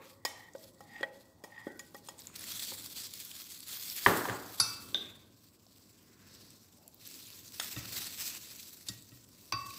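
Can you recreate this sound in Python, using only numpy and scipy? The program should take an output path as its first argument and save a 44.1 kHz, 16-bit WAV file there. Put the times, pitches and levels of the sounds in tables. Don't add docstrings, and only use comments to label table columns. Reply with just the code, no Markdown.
import sys
import numpy as np
from scipy import signal
from scipy.fft import rfft, irfft, next_fast_len
from scipy.io import wavfile
from scipy.ndimage import uniform_filter1d, map_coordinates

SR = 44100
rng = np.random.default_rng(int(sys.argv[2]) if len(sys.argv) > 2 else 0)


def store_wav(level_fs):
    pcm = np.round(np.clip(np.atleast_2d(level_fs), -1, 1) * 32767)
    wavfile.write(sys.argv[1], SR, pcm.T.astype(np.int16))


def volts_from_db(level):
    exponent = np.asarray(level, float) / 20
    return 10 ** exponent


N = 431298

# start_s, steel_peak_db, brightness_db, steel_hz, freedom_to_ring [ratio]
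SPOON_TAPS = [(0.2504, -17.5, -6.5, 1900, 1.1), (0.55, -44.5, -20, 1200, 1.1),
              (0.8059, -42, -4.5, 826, 0.72), (1.0082, -38.5, -12, 3380, 0.56),
              (1.0298, -16, -31.5, 1900, 0.6), (1.438, -34.5, -7, 1880, 0.67), (1.4451, -47, 4, 1880, 0.59),
              (1.668, -33.5, -28, 1200, 0.48), (1.7927, -29.5, -7.5, 1900, 1.2),
              (1.9448, -35, -9, 1180, 0.7), (2.0861, -31, -6.5, 3300, 1.2), (2.7192, -45, -28, 4350, 0.67)]
# freq_hz, level_db, t60_s
STAND_MODES = [(72, -7.5, 0.16), (116.6, 4, 0.11), (192, -1.5, 0.078), (290, 3.5, 0.04)]


def unit(x):
    return x / np.sqrt(np.mean(x ** 2) + 1e-20)


def along(points, hz):
    f, v = np.transpose(points)
    return np.interp(np.log(hz + 1), np.log(f + 1), v)


def wobble(rate_hz):
    knots = rng.standard_normal(int(N * rate_hz / SR) + 4)
    return map_coordinates(knots, [np.arange(N) * rate_hz / SR])


def coloured(x, spectrum):
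    m = next_fast_len(N + 8192)
    gain = volts_from_db(along(spectrum, np.fft.rfftfreq(m, 1 / SR)))
    return unit(irfft(rfft(x, m) * gain, m)[:N])


def above(x, hz):
    return signal.sosfilt(signal.butter(3, hz, "high", fs=SR, output="sos"), x)


def patchy(x, depth_db):
    z = signal.stft(x, nperseg=256)[2]
    field = uniform_filter1d(rng.standard_normal(z.shape), 6, 0)
    field = uniform_filter1d(field, 24, 1)
    return signal.istft(z * volts_from_db(depth_db * unit(field)), nperseg=256)[1][:N]


def crackle(density_hz, spread_db, share):
    size = volts_from_db(spread_db * np.minimum(rng.exponential(size=N), 3))
    decay = volts_from_db(-60 * np.arange(SR // 100) / SR / .005)
    creases = signal.fftconvolve((rng.random(N) < density_hz / SR) * size, decay)[:N]
    bursts = unit(creases * volts_from_db(2 * wobble(50)) * rng.standard_normal(N))
    return np.sqrt(share) * bursts + np.sqrt(1 - share) * rng.standard_normal(N)


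def swells(rows, shape=1.4):
    t = np.arange(0, N / SR + .002, .002)
    s, db, rise, fall = np.transpose(rows)[:, :, None]
    lost_db = 10 * np.maximum((s - t) / rise, (t - s) / fall) ** shape
    power = volts_from_db(2 * (db - np.minimum(lost_db, 70))).sum(0)
    return np.interp(np.arange(N) / SR, t, 10 * np.log10(power))


def ring(modes, chatter_s, focus_hz=1000, fall_db=0, top_db=0, size=SR // 3):
    hz, db, t60 = np.transpose(modes)[:, :, None]
    t = np.arange(size) / SR
    db = db - fall_db * np.abs(np.log2(hz / focus_hz)) + top_db * (hz > 4000)
    brief = t[:SR // 25]
    contact = rng.standard_normal(len(brief)) * volts_from_db(-60 * brief / chatter_s) * (1 - np.exp(-brief / 0.00022))
    push = np.abs(np.exp(-2j * np.pi * hz * brief) @ contact)[:, None]
    share = push / np.linalg.norm(contact) + .2
    swing = volts_from_db(db - 60 * t / t60) * (1 - np.exp(-t * hz)) * np.sin(2 * np.pi * hz * t)
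    x = signal.fftconvolve(contact, (swing / share).sum(0))[:len(t)]
    return x / np.sqrt(6 * uniform_filter1d(x * x, SR // 200).max())


def crack(t60_s):
    return volts_from_db(-60 * np.arange(SR // 3) / SR / t60_s) * rng.standard_normal(SR // 3) / 2


def kitchen():
    # freq_hz, t60_s
    room_t60 = [(100, 0.72), (400, 0.72), (1200, 0.78), (3000, 0.53), (8000, 0.4), (16000, 0.17)]
    hz, t, z = signal.stft(rng.standard_normal(2 * SR // 3), SR, nperseg=256)
    tail = signal.istft(z * volts_from_db(-60 * t / along(room_t60, hz)[:, None]), SR, nperseg=256)[1]
    return np.pad(tail / np.linalg.norm(tail), (round(.005 * SR), 0))


def add(track, start_s, blow, wet_db):
    heard = volts_from_db(wet_db) * signal.fftconvolve(blow, kitchen())
    heard[:len(blow)] += blow
    heard = heard[max(0, -round(start_s * SR)):]
    part = track[max(0, round(start_s * SR)):][:len(heard)]
    part += heard[:len(part)]


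def house():
    # time_s, level_db
    air_levels = [(0, -69), (.77, -64), (1.48, -68), (2.15, -63.5), (2.61, -61), (3.3, -67), (4.5, -64.5),
                  (4.98, -57.5), (5.43, -69.5), (6.42, -63.5), (6.7, -68.5), (7.55, -64.5), (7.85, -59.5),
                  (8.7, -67.5), (9.78, -64.5)]
    # freq_hz, level_db_per_hz
    rumble_spectrum = [(12, -70), (20, -35.5), (70, -7), (90, -1.5), (109, 2), (125, -6), (202, -2.5),
                       (305, -4), (394, -10), (694, -17.5), (837, -23.5), (1050, -16.5), (1200, -26),
                       (1560, -30), (2640, -120)]
    # freq_hz, level_db_per_hz
    hiss_spectrum = [(350, -42), (600, -29), (1070, 5), (1730, -3), (2570, -15.5), (4980, -4.5), (8160, -6),
                     (9240, -10.5), (14900, -9), (16000, 0)]
    s, db = np.transpose(air_levels)
    level_db = np.interp(np.arange(N) / SR, s, db) + 2.5 + 0.4 * wobble(2.8)
    rumble = volts_from_db(level_db) * coloured(rng.standard_normal(N), rumble_spectrum)
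    return rumble + volts_from_db(-74) * coloured(rng.standard_normal(N), hiss_spectrum)


def slides():
    # peak_s, level_db, rise_s, fall_s, pitch_hz
    strokes = [(1.47, -60, 0.076, 0.061, 720), (1.6, -64, 0.053, 0.063, 1000),
               (1.72, -59, 0.034, 0.045, 570), (3.78, -54, 0.07, .12, 12700), (3.95, -49, 0.13, .12, 13200),
               (4.12, -46, 0.1, 0.14, 13900), (5.0, -51, 0.065, 0.078, 338), (6.3, -70.5, 0.25, 0.26, 1620),
               (6.33, -61.5, 0.086, 0.24, 4760), (6.84, -69.5, 0.11, 0.2, 710),
               (7.15, -61, 0.096, 0.061, 288)]
    out = np.zeros(N)
    grit = crackle(density_hz=480, spread_db=3.0, share=.3)
    for *stroke, hz in strokes:
        near = slice(round((stroke[0] - .5) * SR), round((stroke[0] + .5) * SR))
        off_hz = min(hz * 0.22, 901)
        band = signal.butter(2, [hz - off_hz, hz + off_hz], "band", fs=SR, output="sos")
        out[near] += volts_from_db(swells([stroke])[near]) * unit(signal.sosfilt(band, grit[near]))
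    return out


def thumps():
    # start_s, peak_db, rattle_db
    mixer_knocks = [(4.601, -37, -20), (7.763, -31.5, -2), (8.89, -36.5, -5), (9.118, -43.5, -8.5),
                    (9.531, -35, 3)]
    # freq_hz, level_db, t60_s
    mixer_modes = [(600, -3, 0.044), (1140, -10, 0.076), (1310, -3.5, .06), (1500, -11, 0.067),
                   (1900, -5, 0.17), (2700, 2, 0.027), (3650, 5, 0.022), (5000, -5, 0.0302)]
    out = np.zeros(N)
    for s, db, rattle_db in mixer_knocks:
        blow = ring(STAND_MODES, chatter_s=0.016) + volts_from_db(rattle_db) * ring(mixer_modes, chatter_s=0.0072)
        add(out, s, volts_from_db(db) * blow, wet_db=-7.5)
    return out


def clinks():
    # start_s, peak_db, chatter_s, click_db, room_db
    hits = [
        (4.599, -11.5, 0.029, -11.5, -6),
        (4.9446, -15, 0.013, -44, -6),
        (7.598, -21.5, 0.014, -5, -9.5),
        (8.885, -25, 0.043, -16, -17),
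        (9.5227, -20, 0.0051, -8, -10),
    ]
    # freq_hz, level_db, t60_s
    cup_and_saucer = [(1164, -9.5, 0.064), (1378, -5, 0.041), (1304, -3.5, 0.029), (2320, -17, 0.047),
                      (2643, -41, 0.38), (2636, -24, 0.72), (2310, -25, 0.27), (3120, -32, .04), (3700, -6, 0.042),
                      (4110, -18, 0.0497), (720, -12.5, 0.029),
                      (4430, -6, .07), (4640, 3, .04), (4790, 2, .04), (4710, -3, .22), (4900, -5, .08),
              (5152, -5, .09), (5300, -7, .06), (5453, -4, .07), (5981, -4, .09), (7240, -14, .05),
              (8500, -1, .017), (9720, -9, .05), (10130, 3, .045), (11300, -7.5, .039)]
    glass = [(540, 4, .012), (680, -6.5, .014), (1140, -8.5, .035), (1560, -2, .03), (2060, -13, .038),
             (3435, 3, .07), (3576, 4.5, .07), (3521, -15, .3), (3470, -13, .15), (4700, -10, .025),
             (5970, -11, .07)]
    dish = [(1290, -7, 0.0087), (1700, 0, 0.0077), (2750, -21, 0.04), (3530, -0.5, 0.0072),
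            (4580, -14, 0.025), (5250, -8, 0.023), (6600, -13, 0.012), (8000, -17, 0.023),
            (9580, -17, 0.059)]
    rim = [(1900, -28, 0.012), (3760, 2, 0.014), (4676, 0.5, 0.023), (5460, 6, 0.011), (5970, 7, 0.0063),
           (7220, 4, 0.0062), (8500, -2, 0.0059), (10500, -4, .01)]
    basin = [(1098, -8, .6), (1140, -11, .5), (1172, -2, .07), (577, -10, .03), (1500, -8, .12),
             (2300, 1, .012), (2649, -13, .5), (2590, -6, .04), (3520, -3, .01), (4020, -3, .014),
             (4662, -9, .4), (4715, -6, .1), (5370, -4, .03), (5950, -2, .04)]
    bounce_s, bounce_db = 0.011, -18.5
    out = np.zeros(N)
    for (s, db, chatter_s, click_db, wet_db), modes in zip(hits, [cup_and_saucer, glass, dish, rim, basin]):
        blow = ring(modes, chatter_s) + volts_from_db(click_db) * crack(0.017)
        again = ring(modes, chatter_s) + volts_from_db(click_db) * crack(0.02)
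        again = np.pad(again, (round(bounce_s * SR), 0))[:len(blow)]
        add(out, s, volts_from_db(db) * (blow + volts_from_db(bounce_db) * again), wet_db)
    return out


def set_down():
    # start_s, peak_db, thud_db, contact_s, rattle_db
    bangs = [
        (4.062, -9, -17, 0.0084, -0.5),
        (4.253, -31.5, -21, 0.0074, -23),
        (4.2855, -32, -3.5, 0.014, -15),
        (4.296, -29.5, -6, 0.0063, -18),
    ]
    # freq_hz, level_db, t60_s
    counter_modes = [(235, -26, 0.16), (402, -16, 0.069), (643, -18, 0.0083), (760, -12.5, 0.0046),
                     (1000, 1.5, 0.0073), (1187, -1, 0.012), (1330, -1, 0.0076), (1570, 2, 0.01),
                     (1695, -0.5, 0.0097), (1900, -8.5, 0.011), (2190, -18.5, 0.0036), (2653, -7.5, .009),
                     (3037, -11, 0.015), (4190, -19, 0.012)]
    # freq_hz, level_db_per_hz
    rattle_spectrum = [(90, -29.5), (170, -4.5), (370, 0.5), (560, -4.5), (1030, -4), (1600, -6.5),
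                       (2300, -15), (6000, -24.5)]
    lowpass = signal.butter(4, 1704, fs=SR, output="sos")
    out, pushes = np.zeros(N), np.zeros(N)
    for s, db, thud_db, contact_s, rattle_db in bangs:
        slap = above(ring(counter_modes, chatter_s=contact_s), hz=250.7) + .02 * crack(0.023)
        clatter = above(signal.sosfilt(lowpass, 4 * crack(0.004)), hz=490.0)
        thud = volts_from_db(thud_db) * ring(STAND_MODES, chatter_s=0.018)
        blow = 2.0 * slap + volts_from_db(-7.5) * clatter + thud
        add(out, s, volts_from_db(db + 1.0) * blow, wet_db=-13.5)
        pushes[round(s * SR)] = volts_from_db(rattle_db)
    rattle = signal.fftconvolve(pushes, kitchen())[:N]
    return out + volts_from_db(-47.5) * coloured(rattle, rattle_spectrum)


def ticks():
    # start_s, peak_db
    crease_ticks = [(2.343, -42), (2.4404, -32), (2.5554, -34), (2.6484, -24), (2.8087, -33), (2.8449, -29),
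                    (2.9013, -32), (2.9287, -40), (3.02, -27), (3.0673, -30), (3.1378, -23), (3.2016, -25),
                    (3.236, -32), (3.2504, -30), (3.2929, -34), (3.4017, -33), (3.5084, -33), (3.5214, -29),
                    (3.6047, -30), (3.632, -32), (3.683, -26), (3.8594, -40), (7.205, -44), (7.238, -38),
                    (7.5064, -38), (7.5218, -33), (7.8276, -35), (7.856, -36), (7.8735, -37), (8.2072, -30),
                    (8.53, -39), (8.5649, -35), (8.839, -43), (9.7064, -37)]
    out = np.zeros(N + SR)
    for s, db in crease_ticks:
        out[round(s * SR):][:SR // 50] += volts_from_db(db) * crack(.005)[:SR // 50]
    return above(out[:N], hz=2400)


def clear_snaps():
    # start_s, peak_db, pitch_hz
    short_snaps = [(2.183, -42, 8000), (2.219, -40, 5000), (2.27, -30, 6600), (2.3565, -35.5, 4570),
                   (2.394, -32, 11100), (2.409, -34, 8510), (2.4407, -34, 6960), (2.595, -26, 3620),
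                   (3.139, -39, 4460), (3.314, -32, 3370), (3.4176, -37.5, 3700), (3.6047, -40, 8300),
                   (3.632, -38, 4200), (3.899, -25.5, 5200), (5.666, -48.5, 4830), (6.425, -51, 4280),
                   (6.5044, -42, 7900), (6.8782, -36.5, 11760), (6.9442, -41, 14300), (7.0562, -41, 4570),
                   (7.0737, -33, 12600), (7.2688, -39, 7540), (7.328, -40, 4220), (8.5655, -53, 6100),
                   (8.628, -37.5, 5370), (9.023, -42, 8500), (9.093, -46, 5030), (9.241, -45, 7620),
                   (9.288, -48.5, 13850), (9.617, -45, 4650),
                   (0.535, -45.5, 7000), (.562, -55, 5000), (.582, -48, 5860), (0.639, -43, 5150),
              (1.7742, -50, 12000), (1.864, -52, 13000), (1.907, -54, 13500), (1.9662, -41, 14100),
              (2.049, -49, 12000), (2.061, -49, 8000), (2.074, -40, 8500), (2.191, -36.5, 7000),
              (2.207, -42, 13600), (2.2576, -45, 11100), (2.36, -33, 4900), (2.4345, -46, 5680),
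              (2.491, -39, 7900), (2.752, -40, 10700), (2.822, -37, 12400), (3.25, -39, 12000),
              (3.441, -39, 5950), (3.465, -51, 10920), (3.525, -43, 9100), (3.59, -39, 12000),
              (3.637, -42, 12500)]
    size = SR // 25
    snaps = np.zeros(N + SR)
    for s, db, hz in short_snaps:
        modes = [(hz, 0, .003), (4300, -7, .003), (8000, -6, .0015), (13000, -4, .0012)]
        burst = ring(modes, chatter_s=.007, focus_hz=hz, fall_db=2.5, size=size)
        snaps[round(s * SR):][:size] += volts_from_db(db - 2) * burst
    snaps = above(snaps[:N], hz=2217)
    return snaps + volts_from_db(-11.0) * signal.fftconvolve(snaps, kitchen())[:N]


def rustle():
    # peak_s, level_db, rise_s, fall_s
    sweeps = [(.076, -61, 0.063, 0.08), (.42, -65.5, 0.15, 0.072), (.648, -60.5, 0.097, 0.071),
              (.99, -68, 0.34, 0.15), (1.156, -66.5, 0.028, 0.18), (1.668, -67.5, 0.23, 0.18),
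              (1.85, -69, 0.088, 0.16), (1.99, -64, 0.11, 0.027), (2.07, -61, 0.038, 0.063),
              (2.2, -58, 0.033, 0.12)]
    # peak_s, level_db, rise_s, fall_s
    squeezes = [(2.36, -41.5, 0.0059, 0.011), (2.44, -49.5, 0.069, 0.027), (2.51, -44.5, 0.063, .1),
                (2.6, -45, 0.056, .07), (2.675, -43.5, 0.089, 0.11), (2.84, -49.5, 0.099, 0.13),
                (2.97, -46, 0.046, 0.13), (3.05, -50.5, 0.08, 0.063), (3.145, -51, 0.016, 0.083),
                (3.23, -50, 0.089, 0.13), (3.39, -50, 0.11, 0.098), (3.52, -51, 0.052, 0.1),
                (3.62, -66, 0.06, .05), (3.722, -45.5, 0.059, 0.22), (4.05, -43, 0.29, 0.29),
                (4.174, -45, 0.022, 0.046), (4.59, -50.5, 0.17, 0.39), (4.9, -82, .2, 0.13),
                (5.44, -67.5, 0.12, 0.21), (5.75, -66.5, 0.16, 0.83), (6.349, -63.5, 0.14, 0.68),
                (6.779, -75, 0.079, 0.09), (7.08, -53.5, 0.075, 0.74), (7.62, -46, 0.07, 0.31),
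                (7.979, -42, 0.092, 0.17), (8.222, -40.5, 0.047, 0.15), (8.601, -53, 0.84, 0.32),
                (8.871, -54.5, 0.013, 0.15), (9.128, -62.5, 0.075, 0.21), (9.42, -61, 0.13, 0.22),
                (9.74, -52.5, 0.15, 0.58)]
    # peak_s, level_db, rise_s, fall_s
    rubs = [(.03, -62.5, 0.12, 0.059), (.99, -59, 0.033, 0.1), (1.62, -94, 0.035, 0.13),
            (2.41, -65.5, 0.13, 0.14), (5.08, -63.5, 0.14, 0.12), (6.25, -73, 0.18, 0.1),
            (7.8, -59, 0.078, 0.25)]
    # freq_hz, level_db_per_hz
    crisp_spectrum = [(1530, -80), (2600, -8), (3280, 0), (4330, 7), (4750, 7.5), (6160, 5), (6860, 3),
                      (7940, 7), (9150, -3.5), (9500, -2.5), (12400, -84), (20900, -120)]
    near_spectrum = [(1530, -52), (2600, -20), (2850, -11), (3350, 2.5), (3820, 1), (4500, 5), (5150, 1.5),
                     (6020, -0.5), (8160, 2.5), (9500, -7.5), (12400, -27.5), (20900, -120)]
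    body_spectrum = [(290, -16.5), (500, -13), (888, -13), (1200, -10), (1720, -7.5), (2610, -5),
                     (3200, -17), (4160, -20.5), (7040, -120)]
    fizz_spectrum = [(5000, -58), (8500, -16.5), (9150, -21), (9940, 11), (14700, 16.5), (15500, 13.5),
                     (16000, -28.5)]
    middle_db = -55
    crisp_db = swells(sweeps + squeezes)
    body_db = middle_db - 11 + 1.015 * (crisp_db - middle_db)
    fizz_db = middle_db - 2.5 + 1.05 * (crisp_db - middle_db)
    film = patchy(crackle(density_hz=1100, spread_db=2.3, share=.4), depth_db=1.7)
    film = film * volts_from_db(1.8 * (wobble(70) + wobble(35)))
    film = film / np.sqrt(np.abs(uniform_filter1d(film ** 2, round(.07 * SR))) + 1e-9)
    is_near = np.arange(N) < 5.3 * SR
    crisp = np.where(is_near, coloured(film, near_spectrum), coloured(film, crisp_spectrum))
    out = volts_from_db(crisp_db) * crisp + volts_from_db(fizz_db) * coloured(film, fizz_spectrum)
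    out += (volts_from_db(body_db) + volts_from_db(swells(rubs))) * coloured(film, body_spectrum)
    return out + clear_snaps()


def afterthoughts():
    # freq_hz, level_db, t60_s
    shimmer_modes = [(2190, 2, 0.06), (3070, -1.5, 0.1), (3640, -9, 0.11), (4130, -2, 0.086),
                     (4800, -14, 0.11), (5534, 4, 0.081), (6200, -5, .12), (6901, -9, .1), (7400, -11, .08),
                     (7600, -3, .08)]
    # start_s, peak_db, freq_hz, t60_s
    nudges = [(.289, -42, 6300, .01), (.5515, -48, 1500, .02), (2.3, -50, 1300, .01),
              (2.408, -46, 1500, .008), (2.439, -41, 1900, .012), (4.0655, -9.5, 1080, .012),
              (4.253, -26, 1000, .014), (4.286, -29, 500, .03), (5.058, -50, 5600, .006),
              (5.666, -53, 700, .01), (7.612, -35, 1350, .015), (9.533, -29, 2550, .012),
              (9.707, -42, 2500, .012)]
    out = np.zeros(N)
    add(out, SPOON_TAPS[0][0], volts_from_db(-34) * ring(shimmer_modes, chatter_s=0.011), wet_db=-1.5)
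    size = SR // 25
    for s, db, hz, t60 in nudges:
        modes = [(hz, 0, t60), (1.5 * hz, -8, t60 / 2)]
        out[round(s * SR):][:size] += volts_from_db(db) * ring(modes, chatter_s=.004, size=size)
    return out


def spoon_scrape():
    # peak_s, level_db, rise_s, fall_s
    strokes = [
        (.4, -56, 0.13, 0.084),
        (.95, -52.5, 0.077, 0.097),
        (1.56, -54.5, 0.057, 0.14),
        (1.64, -58.5, 0.069, 0.074),
    ]
    # freq_hz, level_db, t60_s
    edge_modes = [(834, -3.5, 0.036), (1850, -1.5, 0.062), (1884, -4.5, 0.054), (3295, -11, 0.052),
                  (4910, -11, .025), (5660, -21, 0.022), (6930, -22, 0.024)]
    lift_s, lift_ratio, lift_db = 0.052, 1.035, -5.5
    drag = volts_from_db(swells(strokes, shape=2))
    late = volts_from_db(lift_db + swells(np.add(strokes, [lift_s, 0, 0, 0]), shape=0.74))
    slips = crackle(density_hz=1000, spread_db=9.0, share=0.57)
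    out = np.zeros(N)
    for level, pitch in [(drag, 1), (late, lift_ratio)]:
        edge = ring(np.multiply(edge_modes, [pitch, 1, 1]), chatter_s=0.0069)
        out += level * unit(signal.fftconvolve(slips, edge)[:N])
    return volts_from_db(-0.5) * out


def spoon_on_bowl():
    # freq_hz, level_db, t60_s
    spoon_modes = [(826, -13, 0.44), (1157, 9, 0.0096), (1900, -2, 0.075), (2440, -8.5, 0.018),
                   (3075, -24, 0.12), (3260, 16.5, 0.0018), (4600, -14, 0.04), (5100, 13, 0.012),
                   (5260, -5.5, 0.071), (6300, -1, 0.016), (6860, 16.5, 0.016), (8100, 9, 0.024),
                   (9700, -11, 0.038), (3300, -5.5, 0.036)]
    # freq_hz, level_db, t60_s
    bowl_modes = [(320, 28.5, 0.0089), (436, 26, 0.014), (542, 22.5, 0.047), (643, -5.5, 0.38),
                  (826, 28, 0.01), (1147, 12, 0.057), (1200, 9, 0.026)]
    # peak_db, focus_hz
    bowl_knocks = [(-31.5, 890), (-39.5, 593), (-47.5, 770), (-39, 270), (-35.5, 650), (-41.5, 293),
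                   (-46.5, 830), (-31, 285), (-79, 1200), (-45, 390), (-43.5, 770), (-45, 710)]
    # freq_hz, level_db, t60_s
    pan_modes = [(1500, -2, .035), (1545, -3, .035), (830, -3, .03)]
    room_share = 0.24
    size = SR // 4
    out, wash = np.zeros(N), np.zeros(N)
    add(out, -.06, volts_from_db(-35.5) * ring(bowl_modes, chatter_s=0.0091, focus_hz=616, fall_db=-3.0), wet_db=0.5)
    for (s, steel_db, bright_db, steel_hz, free), (knock_db, knock_hz) in zip(SPOON_TAPS, bowl_knocks):
        steel = ring(np.multiply(spoon_modes, [1, 1, free]), chatter_s=0.033, size=size,
                     focus_hz=steel_hz, fall_db=8.5, top_db=bright_db + 4)
        steel += volts_from_db(bright_db + 4.5) * above(crack(0.035), hz=2500)[:size]
        steel = volts_from_db(steel_db - 5.0) * above(steel, hz=665)
        knock = ring(bowl_modes, chatter_s=0.0061, focus_hz=knock_hz, fall_db=22, size=size)
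        out[round(s * SR):][:len(steel)] += (1 - room_share) * steel
        add(out, s, room_share * steel + volts_from_db(knock_db + 8.0) * knock, wet_db=-10.5)
        wash[round(s * SR)] = volts_from_db(steel_db + bright_db + 10)
    out += above(signal.fftconvolve(wash, kitchen())[:N], hz=1680)
    add(out, 1.672, volts_from_db(-48.5) * ring(pan_modes, chatter_s=0.0085), wet_db=4)
    return out + spoon_scrape()


def scene():
    knocks = above(set_down() + thumps(), hz=55) + above(clinks(), hz=388) + above(spoon_on_bowl(), hz=200)
    return (house() + slides() + ticks() + rustle() + afterthoughts() + knocks)[None]


def roll_off(x):
    return signal.sosfilt(signal.butter(12, 16820, fs=SR, output="sos"), x)


def record(dry):
    top = .56
    limited = dry / (1 + np.abs(dry / top) ** 4) ** .25
    mix = signal.sosfilt(signal.ellip(10, .5, 60, 15700, fs=SR, output="sos"), limited)
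    return roll_off(mix)


dry = scene()
out = record(dry)
store_wav(out)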